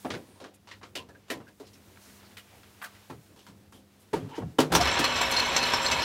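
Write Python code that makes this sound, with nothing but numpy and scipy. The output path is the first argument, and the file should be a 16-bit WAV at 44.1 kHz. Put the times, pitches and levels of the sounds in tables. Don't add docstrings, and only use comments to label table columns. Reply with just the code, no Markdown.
import sys
import numpy as np
from scipy import signal
from scipy.fft import rfft, irfft
from scipy.io import wavfile
from scipy.ndimage import uniform_filter1d

SR = 44100
rng = np.random.default_rng(int(sys.argv[2]) if len(sys.argv) > 2 else 0)


def gain_from_db(level_db):
    decades = np.asarray(level_db, float) / 20
    return 10 ** decades


def generate_wav(sig):
    pcm = np.round(np.clip(np.atleast_2d(sig).T, -1, 1) * 32767).astype(np.int16)
    wavfile.write(sys.argv[1], SR, pcm)


N = 266364

# frequency in Hz, level in dB.
MAINS_HUM = [(100, -71.5), (200, -70.5)]
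# frequency in Hz, density in dB per Hz.
AIR_COLOUR = [(20, -31), (45, -8.5), (90, 2.5), (160, -6), (300, -3.5), (550, -11.5), (1200, -16),
              (4000, -20), (10000, -22.5), (15800, -24)]
# time in seconds, amount in dB.
MOVEMENT = [(0, -1), (.17, -4), (.5, -11), (.74, -12), (1.5, -10), (1.77, -6.5), (2.17, -3), (2.42, -5),
            (2.96, -4), (3.3, -8.5), (3.7, -11), (4.1, -9.5)]
# level at full movement in dB, slope in dB per dB of movement.
STIR_LAYERS = [
    (-60, .2),
    (-57, 1.01),
    (-58.5, 1.22),
]
CREAK_DB, CREAK_RISE_S, CREAK_T60_S = -29.5, 0.046, 0.55

# start in seconds, length in seconds, level in dB, centre in Hz.
KNELLS = [
    (1.597, 0.049, -49.5, 432),
    (0, 0.28, -69.5, 9600),
    (.25, 0.28, -71.5, 9300),
    (1.651, .05, -67, 4950),
    (2.245, 0.042, -64, 4540),
    (2.814, 0.059, -46, 1450),
    (3.37, 0.063, -70, 3000),
    (4.371, 0.067, -43, 421),
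    (4.6, 0.045, -40, 440),
    (4.774, 0.1, -35, 71.4),
]
# start in seconds, length in seconds, level in dB, centre in Hz.
PINGS = [(0.351, 0.072, -70, 955), (1.087, 0.038, -59.5, 1650), (1.144, 0.025, -58, 1600),
         (1.465, 0.04, -59.5, 1560), (1.733, 0.037, -67, 5600), (3.729, 0.067, -66, 3150),
         (.96, 0.09, -53.5, 995), (1.31, 0.085, -52, 990), (2.375, .04, -58, 3000),
         (2.82, 0.037, -51, 1850), (4.196, 0.045, -65, 3240), (4.297, 0.14, -60.5, 3000),
         (4.3, 0.14, -49.5, 883), (4.131, 0.016, -30.5, 905), (4.585, 0.014, -30, 3060),
         (4.743, 0.049, -29, 5760), (4.791, 0.033, -28.5, 702), (.953, 0.062, -46.5, 2900)]
# start in seconds, length in seconds, level in dB, centre in Hz.
SWISHES = [(0.539, 0.032, -63, 8540), (1.757, 0.0052, -64, 2500), (1.96, 0.0044, -59, 1800),
           (1.972, 0.0061, -51.5, 1270), (3.2, 0.12, -75, 6000), (2.004, 0.21, -64.5, 4940),
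           (2.05, 0.13, -66, 1500), (2.0, 0.23, -68, 11000), (2.37, 0.045, -60, 11000),
           (1.305, 0.047, -55, 11000), (2.467, 0.26, -66.5, 2000), (2.503, .12, -63.5, 600),
           (2.818, 0.067, -54, 11900), (3.715, 0.11, -67.5, 9000), (3.994, 0.065, -67.5, 9150),
           (4.331, 0.094, -53.5, 1450), (4.35, 0.051, -56, 3900), (4.415, 0.031, -44, 493),
           (4.697, 0.091, -42.5, 486), (4.75, 0.0046, -24, 2460), (5.31, 0.019, -40, 9800)]
# start in seconds, length in seconds, level
# in dB, centre in Hz.
BOOMS = [
    (3.11, 0.11, -52, 125),
    (3.481, 0.061, -56, 140),
    (4.136, 0.02, -31, 380),
    (4.15, 0.06, -38, 182),
    (4.22, 0.081, -39.5, 130),
    (4.379, 0.015, -30.5, 307),
    (4.396, 0.13, -37.5, 121),
    (4.589, 0.02, -22, 398),
    (4.989, 0.04, -33.5, 287),
]
PING_WIDTH, KNELL_WIDTH, BOOM_WIDTH, SWISH_WIDTH = 0.14, 0.29, 0.77, 1.26

# time in seconds, peak in dB, thud in dB re peak, ring in Hz.
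THUMPS = [
    (0.049, -24.5, 8.5, 775),
    (0.815, -41, -12, 1070),
    (1.151, -54, 11.5, 1640),
    (1.403, -44, 3, 1020),
    (1.756, -52, -9, 1560),
    (2.232, -48, -4, 714),
    (2.633, -46, -20, 1980),
    (2.818, -29, -27, 1190),
]
THUMP_CRACK_DB, THUMP_T60_S = -13.5, 0.14
# time in seconds, peak in dB, thud in dB re peak, ring in Hz.
LEVERS = [(0.105, -25.5, 3, 1750), (0.139, -31.5, 9.5, 1510), (0.442, -37, 6, 1130),
          (0.539, -56, -12, 2500), (0.714, -35.5, -9, 1880), (0.832, -36, 0, 1280),
          (0.955, -25.5, 0.5, 2730), (1.089, -48, 9.5, 940), (1.303, -23.5, 6, 1870), (1.48, -50, 4, 1620),
          (1.601, -42.5, 10.5, 705), (1.67, -49, 3, 4580), (1.734, -50, -4, 5500), (2.259, -56, -9, 1500),
          (2.371, -35.5, -8, 1930), (2.842, -32.5, -13, 1220), (2.95, -48, -11, 1970),
          (3.467, -41.5, -7, 1010), (3.725, -45, 2, 900), (4.019, -59.5, 11, 3120)]
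LEVER_CRACK_DB, LEVER_T60_S = 0, .15
# time in seconds, peak in dB, thud in dB re peak, ring in Hz.
SCUFFS = [
    (0.361, -58, 11, 950),
    (0.403, -44.5, 11, 750),
    (0.674, -44, -18, 940),
    (1.284, -49, 0, 970),
    (3.363, -53.5, 5.5, 982),
    (3.391, -53, -10, 3290),
    (3.75, -57, 11.5, 3080),
]
SCUFF_CRACK_DB, SCUFF_T60_S = 3.5, 0.32
FIRST_TOUCH_DB, FIRST_TOUCH_S = 1.5, 0.0013
SHADED_UNTIL_S, SHADE_HZ = .9, 6500

# time in seconds, peak in dB, thud in dB re peak, crack in dB
# re peak, decay T60 in seconds.
JOLTS = [(3.103, -28.5, 3, -16, 0.11), (3.489, -55.5, 12.5, 9, 0.17), (4.136, -25, 14, -32, 0.13),
         (4.226, -56.5, 21, -19, 0.98), (4.293, -46, -16, -1, 0.41), (4.381, -40.5, 17.5, -30, 0.12),
         (4.59, -12.5, 6, -0.5, 0.13), (4.604, -17.5, 7, 6.5, 0.11), (4.637, -47, 26, -18, 0.15),
         (4.724, -14, -0.5, 0, 0.22), (4.753, -7.5, -3, 3, 0.13), (4.808, -23.5, -19, 1, 0.28),
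         (4.995, -16, 0, 6, 0.11)]
SWITCH_BOX_HZ = 867
# frequency in Hz, level in dB, decay T60 in seconds.
BENCH_MODES = [(79, -32, 0.26), (126, -10.5, 0.14), (153.5, 7, 0.3), (270, 11.5, 0.054), (333, 9, 0.068),
               (408, 5.5, 0.45), (556, -37, 0.18), (700, -21, .1)]

# time in seconds, peak in dB, treble ring in dB re peak, wheel that rings most in Hz.
CLACKS = [
    (4.8724, -9.5, -2, 5270),
    (5.041, -1, 1.5, 4100),
    (5.2118, -4.5, -2, 7500),
    (5.395, -13.5, 10.5, 4220),
    (5.5628, -3, 5.5, 6400),
    (5.734, -7.5, 0, 5420),
    (5.9124, -5, 3, 4230),
]
# time in seconds, peak in dB, treble ring in dB re peak.
TOOTH_KNOCKS = [(4.81, -15, 9.5), (4.853, -6.5, -10), (4.9136, -17, -25), (4.9494, -22, -32),
                (5.1594, -23, 10), (5.315, -12, -4), (5.364, -12.5, 7), (5.4583, -23, 8),
                (5.6274, -12.5, 5), (5.6686, -23, 0), (5.7975, -25, -20), (5.862, -18.5, 13.5)]
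LOADED_WHEEL_HZ, FREE_WHEEL_HZ, RUN_IN_S = 5420, 4225, 5.2
# frequency in Hz, width in Hz, level in dB.
GEAR_MODES = [(958, 55, -2.5), (1125, 40, -5), (1500, 30, -4), (1750, 30, -4), (2215, 56, -4),
              (2600, 30, -2.5), (2980, 33, -6), (3280, 39, -9), (4225, 70, -8), (4990, 69, -15),
              (5420, 45, -6.5), (6030, 73, -11), (6600, 150, -28), (7510, 90, -13.5), (9900, 200, -33),
              (10300, 150, -32), (11500, 150, -33)]
# frequency in Hz, density in dB per Hz.
CASING_COLOUR = [(88, -6), (150, -19), (378, -5), (954, -1.5), (1400, -3.5), (4120, -5.5), (4720, -17),
                 (5510, -12.5), (6430, -23.5), (7500, -20.5), (15000, -66)]
# frequency in Hz, level in dB.
MESH_TONES = [(242, -48.5), (544, -47.5), (637, -48), (947, -54), (2600, -46)]
START_S = 4.7
RATTLE_DB, RUMBLE_DB, HISS_DB = -23, -40.5, -50.5
FULL_SPEED_S, SPIN_UP_DB_PER_S = 4.81, 228
SURGE_S, SURGE_DB, SURGE_RISE_DB_PER_S, SURGE_FALL_DB_PER_S = 4.76, -22.5, 148, 205
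HISS_SETTLES_S, HISS_RISE_DB_PER_S = 5.22, 42
MESH_PER_S, MESH_DEPTH_DB = 62, 2.5
ON = int(START_S * SR)
RUN = N - ON

ROOM_T60_S, ROOM_DB = 0.1, -11
TOP_HZ = 15780


def level(x, db=0):
    return x * gain_from_db(db) / np.sqrt(np.mean(x ** 2))


def band(x, lo_hz, hi_hz, order=2):
    edges = [lo_hz, min(hi_hz, .45 * SR)]
    return signal.sosfilt(signal.butter(order, edges, "bandpass", fs=SR, output="sos"), x)


def ring(x, hz, width_hz):
    r = np.exp(-np.pi * width_hz / SR)
    return (1 - r) * signal.lfilter([1, 0, -1], [1, -2 * r * np.cos(2 * np.pi * hz / SR), r * r], x)


def colour(x, points):
    hz, db = np.transpose(points)
    log_hz = np.log(np.arange(N // 2 + 1) * SR / N + 1)
    return irfft(rfft(x) * gain_from_db(np.interp(log_hz, np.log(hz), db)), N)


def walk(rate):
    hold = int(SR / rate)
    steps = np.repeat(rng.standard_normal(N // hold + 1), hold)
    return level(uniform_filter1d(uniform_filter1d(steps, hold), hold)[:N])


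def grit(per_s, spread_db, size):
    size_db = np.minimum(spread_db * rng.exponential(size=size), 7)
    struck = rng.random(size) < per_s / SR
    return level(struck * rng.standard_normal(size) * gain_from_db(size_db))


def peak(at_s, db, rise_db_per_s, fall_db_per_s):
    t = np.arange(N) / SR - at_s
    return gain_from_db(db + np.where(t < 0, rise_db_per_s, -fall_db_per_s) * t)


def mains_hum():
    t = np.arange(N) / SR
    return sum(gain_from_db(db + 7.0 + 2.2 * walk(8.08)) * np.sin(2 * np.pi * hz * t) for hz, db in MAINS_HUM)


def stirring():
    moving_db = np.interp(np.arange(N) / SR, *np.transpose(MOVEMENT))
    boards, cloth, hiss = (gain_from_db(db + slope * moving_db) for db, slope in STIR_LAYERS)
    creak = sum(peak(s + CREAK_RISE_S, db + thud_db + CREAK_DB, 20 / CREAK_RISE_S, 60 / CREAK_T60_S)
                for s, db, thud_db, hz in LEVERS + THUMPS if db + thud_db > -30)
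    out = np.zeros(N)
    for gain, lo_hz, hi_hz in [(boards, 30, 600), (creak, 130, 700), (cloth, 600, 5000), (hiss, 5000, 17000)]:
        waver = gain_from_db((2.6 if lo_hz < 500 else 1.3) * walk(20))
        air = colour(rng.standard_normal(N), AIR_COLOUR)
        out += gain * waver * level(band(air, lo_hz, hi_hz))
    return out


def rubs():
    out = np.zeros(N)
    for rows, share in [(KNELLS, KNELL_WIDTH), (PINGS, PING_WIDTH), (SWISHES, SWISH_WIDTH), (BOOMS, BOOM_WIDTH)]:
        for s, length, db, hz in rows:
            noise = rng.standard_normal(SR // 4)[:int(length * SR)]
            u = np.arange(len(noise)) / len(noise)
            swell = np.sin(np.pi * u ** 0.53) * noise
            width_hz = 0.85 * share * hz
            shaped = ring(ring(np.pad(swell, (0, 2000)), hz, width_hz), hz, width_hz)
            at = int(s * SR)
            out[at:at + len(shaped)] += shaped * gain_from_db(db) / np.sqrt(np.sum(shaped ** 2) / len(u))
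    return out


def blows(table, thud_modes, ring_db, lead_s, rise_s, thud_rise_s, thud_stays, crack_stays):
    out, t = np.zeros(N + SR), np.arange(SR // 2) / SR

    def fade(t60, stay, rise):
        return np.exp(-np.log(1000) * t / (stay * max(t60, .02))) * (1 - np.exp(-t / rise))

    for s, db, thud_db, crack_db, hz, t60 in table:
        noise = rng.standard_normal((4, len(t)))
        first_touch = gain_from_db(FIRST_TOUCH_DB) * np.exp(-abs(t - lead_s) / FIRST_TOUCH_S)
        chatter = gain_from_db(2.1 * level(band(noise[3], 30, 260))) + first_touch
        body = level(band(noise[0], hz / 1.8, hz * 1.7)) + gain_from_db(ring_db) * level(ring(noise[0], hz, hz / 12))
        crack = gain_from_db(crack_db) * level(band(noise[1], 2070, 5280, order=1))
        thud = gain_from_db(thud_db) * level(thud_modes(noise[2]))
        blow = chatter * body * fade(t60, 0.98, rise_s)
        blow += chatter * crack * fade(t60, crack_stays, rise_s)
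        blow += thud * fade(t60, thud_stays, thud_rise_s)
        at = int((s - lead_s) * SR)
        out[at:at + len(t)] += gain_from_db(db - 10.5) * blow
    return out[:N]


def hands_and_feet():
    def floor(x):
        return level(band(x, 235, 590)) + gain_from_db(-28.0) * level(band(x, 75, 130))

    kinds = [(THUMPS, THUMP_CRACK_DB, THUMP_T60_S), (LEVERS, LEVER_CRACK_DB, LEVER_T60_S),
             (SCUFFS, SCUFF_CRACK_DB, SCUFF_T60_S)]
    knocks = [(s, db, thud_db, crack_db, hz, t60)
              for rows, crack_db, t60 in kinds for s, db, thud_db, hz in rows]
    knocked = blows(knocks, floor, ring_db=-5.0, lead_s=.003, rise_s=0.0042, thud_rise_s=0.0062,
                    thud_stays=1.16, crack_stays=1.0)
    shaded = np.arange(N) < SHADED_UNTIL_S * SR
    return np.where(shaded, band(knocked, 30, SHADE_HZ), knocked)


def switch_and_motor_jolts():
    def bench(x):
        return sum(gain_from_db(db + 1.6 * rng.standard_normal()) * level(ring(x, hz, 0.82 / t60 + 15))
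                   for hz, db, t60 in BENCH_MODES)

    clunks = [(s, db, thud_db, crack_db, SWITCH_BOX_HZ, t60) for s, db, thud_db, crack_db, t60 in JOLTS]
    return blows(clunks, bench, ring_db=-2.7, lead_s=.006, rise_s=0.0086, thud_rise_s=0.0032,
                 thud_stays=1.67, crack_stays=0.84)


def motor_rumble():
    running = peak(FULL_SPEED_S, RUMBLE_DB, SPIN_UP_DB_PER_S, 0)
    surge = peak(SURGE_S, SURGE_DB, SURGE_RISE_DB_PER_S, SURGE_FALL_DB_PER_S)
    return (running + surge)[ON:] * level(band(rng.standard_normal(RUN), 55, 250))


def mesh_whine():
    t = np.arange(RUN) / SR
    return sum(gain_from_db(db + 30.0 + 2.1 * walk(12)[ON:]) * np.sin(2 * np.pi * hz * t + 0.93 * walk(6)[ON:])
               for hz, db in MESH_TONES)


def bouncing(times_s, db):
    hits = np.zeros(RUN)
    hits[(times_s * SR).astype(int) - ON] = gain_from_db(db)
    bounce = signal.lfilter([1], [1, -np.exp(-1 / (0.01 * SR))], hits)
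    return uniform_filter1d(bounce, size=44, origin=21)


def wheel_rings(rattle, clack, times_s, peak_db, treble_db, wheel_hz):
    throb_phase = 2 * np.pi * MESH_PER_S * np.arange(RUN) / SR + 1.2 * walk(9)[ON:]
    shake_db = 2.6 * walk(45)[ON:] + MESH_DEPTH_DB * np.sin(throb_phase)
    total = np.sqrt(sum(gain_from_db(db) ** 2 * width for hz, width, db in GEAR_MODES))
    out = np.zeros(RUN)
    for hz, width, db in GEAR_MODES:
        width = max(width, .008 * hz)
        if hz > 3900:
            miss_db = np.minimum(40 * abs(np.log(hz / wheel_hz)), 12)
            struck = bouncing(times_s, peak_db + treble_db - miss_db)
            load_db = 3.5 * walk(35)[ON:] + shake_db
        else:
            struck = 0.68 * clack
            load_db = 2.5 * walk(35)[ON:]
        push = rattle * gain_from_db(load_db - 2.0) + struck
        teeth = grit(3000, 2.5, size=RUN)
        gain = np.sqrt(np.mean(ring(teeth, hz, width) ** 2))
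        out += gain_from_db(db - 5) * np.sqrt(width) / total / gain * ring(push * teeth, hz, width)
    return out


def lathe():
    rattle = peak(FULL_SPEED_S, RATTLE_DB, SPIN_UP_DB_PER_S, 0)[ON:]
    hiss = peak(HISS_SETTLES_S, HISS_DB, HISS_RISE_DB_PER_S, 0)[ON:]
    knocks = [(s, db, treble_db, LOADED_WHEEL_HZ if s < RUN_IN_S else FREE_WHEEL_HZ)
              for s, db, treble_db in TOOTH_KNOCKS]
    times_s, peak_db, treble_db, wheel_hz = np.transpose(CLACKS + knocks)
    clack = bouncing(times_s, peak_db - 13.5)
    casing = level(colour(grit(16000, 0.93, size=N), CASING_COLOUR), -4.0)[ON:]
    patter = rattle * gain_from_db(0.7 * walk(25)[ON:] + 1.43 * walk(160)[ON:])
    bearings = level(band(grit(2500, 3.9, size=RUN), 7300, 13900))
    sound = motor_rumble() + rattle * mesh_whine()
    sound += (patter + clack) * casing
    sound += wheel_rings(rattle, clack, times_s, peak_db, treble_db, wheel_hz)
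    sound += (hiss * gain_from_db(1.1 * walk(21)[ON:]) + 0.12 * clack) * bearings
    return np.pad(sound, (ON, 0))


def room(x):
    t = np.arange(SR // 2) / SR
    noise = rng.standard_normal(len(t))
    low = band(noise, 47, 3900, order=1)
    tail = low * gain_from_db(-60 * t / ROOM_T60_S) + (noise - low) * gain_from_db(-60 * t / (0.27 * ROOM_T60_S))
    tail = tail * (t > .003) / np.sqrt(np.sum(tail ** 2))
    return x + gain_from_db(ROOM_DB) * signal.fftconvolve(x, tail)[:N]


def scene():
    air = mains_hum() + stirring()
    handling = rubs() + hands_and_feet() + switch_and_motor_jolts()
    return (room(handling + gain_from_db(-4.0) * lathe()) + air)[None]


def low_pass(x):
    return signal.sosfilt(signal.butter(12, 16410, fs=SR, output="sos"), x)


def record(dry):
    thin = signal.sosfilt(signal.butter(2, 45, "highpass", fs=SR, output="sos"), dry)
    mix = signal.sosfilt(signal.ellip(10, .2, 60, TOP_HZ, fs=SR, output="sos"), thin)
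    return low_pass(mix)


dry = scene()
out = record(dry)
generate_wav(out)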